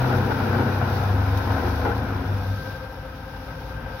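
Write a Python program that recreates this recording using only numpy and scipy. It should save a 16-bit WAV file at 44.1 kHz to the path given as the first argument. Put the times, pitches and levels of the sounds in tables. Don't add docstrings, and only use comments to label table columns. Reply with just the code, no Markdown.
import sys
import numpy as np
from scipy.fft import rfft, irfft, next_fast_len
from scipy.io import wavfile
from scipy.ndimage import map_coordinates

SR = 44100
rng = np.random.default_rng(int(sys.argv[2]) if len(sys.argv) > 2 else 0)


def unload_audio(sound):
    columns = np.transpose(np.atleast_2d(sound))
    steps = np.round(np.clip(columns, -1, 1) * 32767)
    wavfile.write(sys.argv[1], SR, steps.astype(np.int16))


N = 176400
MESH_HZ, TEETH = 524, 39
# frequency_hz, level_db
GROWL_SPECTRUM = [(60, -120), (110, -7), (145, 0.5), (180, -14), (230, 4), (262, 0), (288, -4.5), (325, -5),
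                  (362, 1), (400, -8.5), (440, -4.5), (520, -33.5), (1200, -120)]


def cutting(turn):
    # time_s, level_db
    grind_level = [(0, -27), (.15, -27.5), (.24, -29.5), (.39, -28), (.47, -26.5), (.62, -29), (.8, -29),
                   (1.15, -31), (1.3, -31), (1.41, -30), (1.52, -28), (1.78, -31.5), (1.96, -31.5),
                   (2.14, -33.5), (2.4, -38), (2.6, -48.5), (2.85, -46), (4, -80)]
    growl_level = [(0, -34), (.12, -27), (.25, -29), (.45, -29), (.58, -25.5), (.8, -31.5), (1.15, -33.5),
                   (1.3, -38), (1.62, -30), (1.8, -34.5), (2.3, -37.5), (2.55, -49), (2.85, -63), (4, -83)]
    # frequency_hz, level_db
    grind_spectrum = [(250, -73), (430, -17.5), (492, 3.5), (535, -6), (577, -15), (612, -4), (682, -10),
                      (712, -3), (794, -3), (1040, -8), (1140, -15.5), (1310, -8), (1500, -7.5),
                      (2030, -23), (2450, -21.5), (2640, -27.5), (3200, -32.5), (4160, -41), (7040, -120)]
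    snag_spectrum = [(120, -57), (230, 1.5), (370, -6), (490, 8), (600, -15), (810, 5.5), (920, -2),
                     (1130, -13), (1430, -1.5), (1650, -13), (2000, -17), (3200, -29), (4200, -37),
                     (7000, -120)]
    # peak_s, level_db, length_s
    snags = [(.125, -27, .035), (.315, -21, 0.022), (.558, -26.5, 0.017), (.61, -22.5, .03),
             (1.862, -22, 0.018), (1.895, -25.5, 0.042)]
    bite_db = .2 * np.sin(turn) + .52 * wobble(29.83)
    grind = unit(rush(grind_spectrum) * amp(bite_db + 1.44 * wobble(190)))
    growl = unit(rush(GROWL_SPECTRUM) * amp(bite_db + 1.6 * wobble(18) + .85 * wobble(70)))
    flares = swells(snags) * rush(snag_spectrum)
    return amp(curve(grind_level)) * grind + amp(curve(growl_level)) * growl + flares


def frame():
    # [time_s, level_db]
    drones = [ (97.6, 0.62, [(0, -43), (.17, -23.5), (.33, -33.5), (.5, -25), (.9, -26), (1.2, -22),
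              (1.5, -27.5), (1.75, -36), (1.95, -42), (2.2, -26.5), (2.35, -29), (2.52, -24.5), (2.68, -44),
              (2.85, -44), (3.1, -58)]), (75.7, 0.081, [(0, -55), (.8, -36.5), (1.2, -29.5), (1.7, -28.5),
              (2.15, -34), (2.4, -40), (2.6, -69)]), (127.5, 1.46, [(0, -23.5), (.17, -25.5), (.35, -35),
              (.5, -30), (.8, -30), (1.2, -37.5), (1.6, -56), (2.5, -65.5)]), (103.16, 0.78, [(0, -51),
              (1.2, -42), (1.6, -30), (2.25, -30.5), (2.6, -43), (3.0, -54)]), (48.3, 0.58, [(0, -52),
              (1, -60), (1.4, -47.5), (1.9, -39), (2.4, -49), (3.6, -44)]), (193, 0.59, [(0, -37.5),
              (1, -40.5), (2.1, -43), (2.55, -44.5), (2.85, -59)]), (271, 0.87, [(0, -39.5), (1, -42),
              (1.4, -33.5), (1.7, -36.5), (2.2, -37), (2.45, -45), (2.6, -66)])]
    return sum(amp(curve(level) + 1.07 * wobble(8.34))
               * tone(hz, np.sin(phase(hz + waver * wobble(4.915))))
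               for hz, waver, level in drones)


def disc(turn):
    # time_s, level_db
    hiss_level = [(0, -42), (.4, -43.5), (.6, -43), (.83, -45), (.95, -41), (1.2, -46), (1.7, -42),
                  (2.1, -49.5), (2.42, -47), (2.7, -47), (2.85, -52.5), (3.2, -54), (3.45, -51),
                  (3.7, -50.5), (3.85, -55), (4, -48)]
    # frequency_hz, level_db
    spectrum = [(1500, -61), (2600, -6.5), (3120, -7), (3620, 0.5), (4440, -3.5), (4820, -1.5),
                (5610, -4.5), (6190, -8.5), (6600, -20), (6950, -17.5), (7400, -28), (7750, -24),
                (8100, -37.5), (8500, -23.5), (9100, -25.5), (10000, -13.5), (10700, -13), (11800, -8),
                (14200, -10.5), (15200, -12.5), (15800, -8)]
    # pitch_hz, width_hz, level_db
    modes = [(2480, 60, -62.5), (3590, 130, -63), (4840, 130, -63), (5470, 170, -62.5), (6900, 120, -77),
             (9400, 150, -74.5), (10350, 130, -72), (11230, 170, -77), (12250, 140, -67), (13260, 170, -75),
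             (14250, 190, -82), (15150, 220, -84)]
    # start_s, level_db
    chips = [(1.373, -33), (1.385, -40)]
    chip_decay_s, ping_hz = .05, 4980
    t, hiss_db = seconds(), curve(hiss_level)
    grit = amp(.3 * np.sin(turn) + .7 * wobble(45) + 1.9 * wobble(900))
    hiss = amp(hiss_db) * unit(grit * rush(spectrum))
    ring = sum(amp(db) * noise(lambda f: 1 / (1 + (2 * (f - hz) / width) ** 2))
               for hz, width, db in modes)
    ring *= amp(.42 * (hiss_db - hiss_db.mean()))
    ticks = sum(amp(db - 60 * np.abs(t - s) / chip_decay_s) * (t >= s) for s, db in chips)
    ping = swells([(1.285, -50, .012)]) * tone(ping_hz, rough_sine(2 * np.pi * ping_hz * t, rough=.5))
    return hiss + ring + ticks * rush(spectrum) + ping


def clearing_ring(pitch_hz=1580, width_hz=49):
    # time_s, level_db
    level = [(0, -58), (2.2, -52), (2.55, -51), (2.85, -48.5), (3.0, -56), (3.5, -55), (3.8, -50), (4, -57)]
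    return amp(curve(level)) * noise(lambda hz: np.exp(-.5 * ((hz - pitch_hz) / width_hz) ** 2))


def gears(turn):
    # [time_s, level_db]
    harmonics = [ (1, 9.3, 0.11, [(0, -52), (2.3, -54), (2.65, -41), (3.0, -45.5), (3.45, -49),
                 (3.8, -43.5), (4, -41)]), (2, 1.3, 0.28, [(0, -57), (1.45, -43.5), (2.2, -49.5),
                 (2.6, -61)]), (3, 1.2, 0.17, [(0, -59), (2.1, -54), (2.4, -49), (2.68, -40.5),
                 (2.85, -46.5), (3.0, -50.5), (3.45, -52.5), (3.8, -47), (4, -48)])]
    whine = 0
    for k, throb_db, rough, level in harmonics:
        wave = amp(throb_db * np.cos(turn)) * rough_sine(k * TEETH * turn, rough)
        whine += amp(curve(level) + .31 * wobble(5.2)) * tone(k * MESH_HZ, wave)
    return whine


def motor():
    # pitch_hz, level_db
    lines = [(59.2, -42), (263.5, -51.5), (301.3, -53.5), (797, -54), (899, -55), (1292, -75.5)]
    # time_s, level_db
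    air_level = [(0, -33.5), (2.7, -39), (3.0, -41), (3.25, -41), (3.45, -39.5), (3.7, -40), (3.82, -37.5),
                 (4, -37.5)]
    rumble_level = [(0, -31.5), (2.6, -37), (3.3, -40), (3.7, -37), (4, -39)]
    # frequency_hz, level_db
    air_spectrum = [(100, -38), (170, -6), (200, -5.5), (235, -8), (262, -3), (322, -14), (430, -11.5),
                    (470, -9), (520, -4), (570, -10.5), (620, -13), (680, -12), (780, -7), (850, -11),
                    (930, -9), (1010, -11.5), (1130, -19), (1280, -8), (1420, -12.5), (1560, -11.5),
                    (1680, -15), (1790, -20), (2050, -21.5), (2410, -23), (3200, -28), (4160, -53),
                    (7040, -120)]
    rumble_spectrum = [(20, -36), (36, -17), (48, -4), (62, -3.5), (76, -1), (100, 2), (125, -2.5),
                       (155, -1.5), (185, -22), (260, -65), (700, -120)]
    hum = sum(amp(db + 1.4 * wobble(6.01)) * tone(hz, np.sin(phase(hz + 1.1 * wobble(9))))
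              for hz, db in lines)
    air = amp(curve(air_level) + .56 * wobble(25.12)) * rush(air_spectrum)
    return hum + air + amp(curve(rumble_level)) * rush(rumble_spectrum)


def bump():
    # peak_s, level_db, length_s
    bumps = [(3.825, -43, 0.049)]
    return swells(bumps) * rush(GROWL_SPECTRUM)


def walls(x, count=8, gain=.12, delay_s=(.002, .016), above_hz=950):
    size = next_fast_len(N + SR // 2)
    hz = np.fft.rfftfreq(size, 1 / SR)
    echoes = np.zeros((2, size))
    for side in echoes:
        side[(rng.uniform(*delay_s, count) * SR).astype(int)] = gain * rng.choice([-1, 1], count)
    treble = 1 / (1 + (above_hz / (hz + 1)) ** 2)
    response = (1 + treble * rfft(echoes)) / np.sqrt(1 + count * (treble * gain) ** 2)
    return irfft(rfft(x, size) * response, size)[:, :N]


def sides(hz):
    # frequency_hz, left_over_right_db
    balance = [(60, 2.0), (87, 2.0), (130, 2.0), (180, 1), (260, 3), (380, 2), (550, 7), (790, 2.5),
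               (1140, 6), (1650, 9), (2380, 0), (3440, -5.5), (4970, -8.5), (7180, -10), (10400, 3.5),
               (15000, 9.5)]
    lean_db = along(balance, np.atleast_1d(hz)) / 2
    pair = amp([lean_db, -lean_db])
    return pair / np.sqrt(np.mean(pair ** 2, axis=0))


def noise(gain):
    # frequency_hz, correlation
    likeness = [(60, 1.0), (99, 0.98), (160, 1), (270, 0.93), (450, 0.83), (740, 0.73), (1220, 0.39),
                (2010, 0.35), (3330, -0.24), (5500, -0.06), (9080, -0.074), (15000, -0.029)]
    size = next_fast_len(N + 8192)
    hz = np.fft.rfftfreq(size, 1 / SR)
    a, b = rfft(rng.standard_normal((2, size)))
    alike = np.clip(along(likeness, hz), -1, 1)
    spread, pan = np.arccos(alike) / 2, sides(hz)
    mid, side = np.cos(spread) * a, np.sin(spread) * b
    pair = pan * np.array([mid + side, mid - side])
    centre_gain = np.sqrt(1 + alike * pan[0] * pan[1] + 1e-6)
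    return unit(irfft(pair * gain(hz) / centre_gain, size)[:, :N])


def rush(spectrum):
    return noise(lambda hz: amp(along(spectrum, hz)))


def tone(hz, wave):
    return sides(hz) * unit(wave)


def rough_sine(angle, rough):
    return np.sin(angle) + rough * (wobble(45) * np.sin(angle) + wobble(45) * np.cos(angle))


def swells(rows):
    return sum(amp(db) * np.exp(-2 * ((seconds() - s) / length) ** 2) for s, db, length in rows)


def wobble(rate):
    return map_coordinates(rng.standard_normal(int(N * rate / SR) + 4), [np.arange(N) * rate / SR])


def phase(hz):
    return 2 * np.pi * (np.cumsum(hz) / SR + rng.random())


def along(points, hz):
    freqs, values = np.transpose(points)
    return np.interp(np.log(hz + 1), np.log(freqs + 1), values)


def curve(rows):
    return np.interp(seconds(), *np.transpose(rows))


def seconds():
    return np.arange(N) / SR


def amp(db):
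    return 10 ** (np.asarray(db) / 20)


def unit(x):
    return x / np.sqrt(np.mean(x ** 2) + 1e-20)


def scene():
    # time_s, share_of_full_load
    load = [(0, 0.9), (2.1, 0.91), (2.6, 0.083)]
    sag_hz, throb_peak_s = 1.5, 3.8
    turn = phase((MESH_HZ - sag_hz * curve(load) + .37 * wobble(3.064)) / TEETH)
    turn -= np.interp(throb_peak_s, seconds(), turn)
    return walls(cutting(turn) + motor() + disc(turn)) + frame() + gears(turn) + clearing_ring() + bump()


def record(dry):
    top_hz = 15780
    size = next_fast_len(N + SR // 2)
    return irfft(rfft(dry, size) * (np.fft.rfftfreq(size, 1 / SR) < top_hz), size)[:, :N]


dry = scene()
out = record(dry)
unload_audio(out)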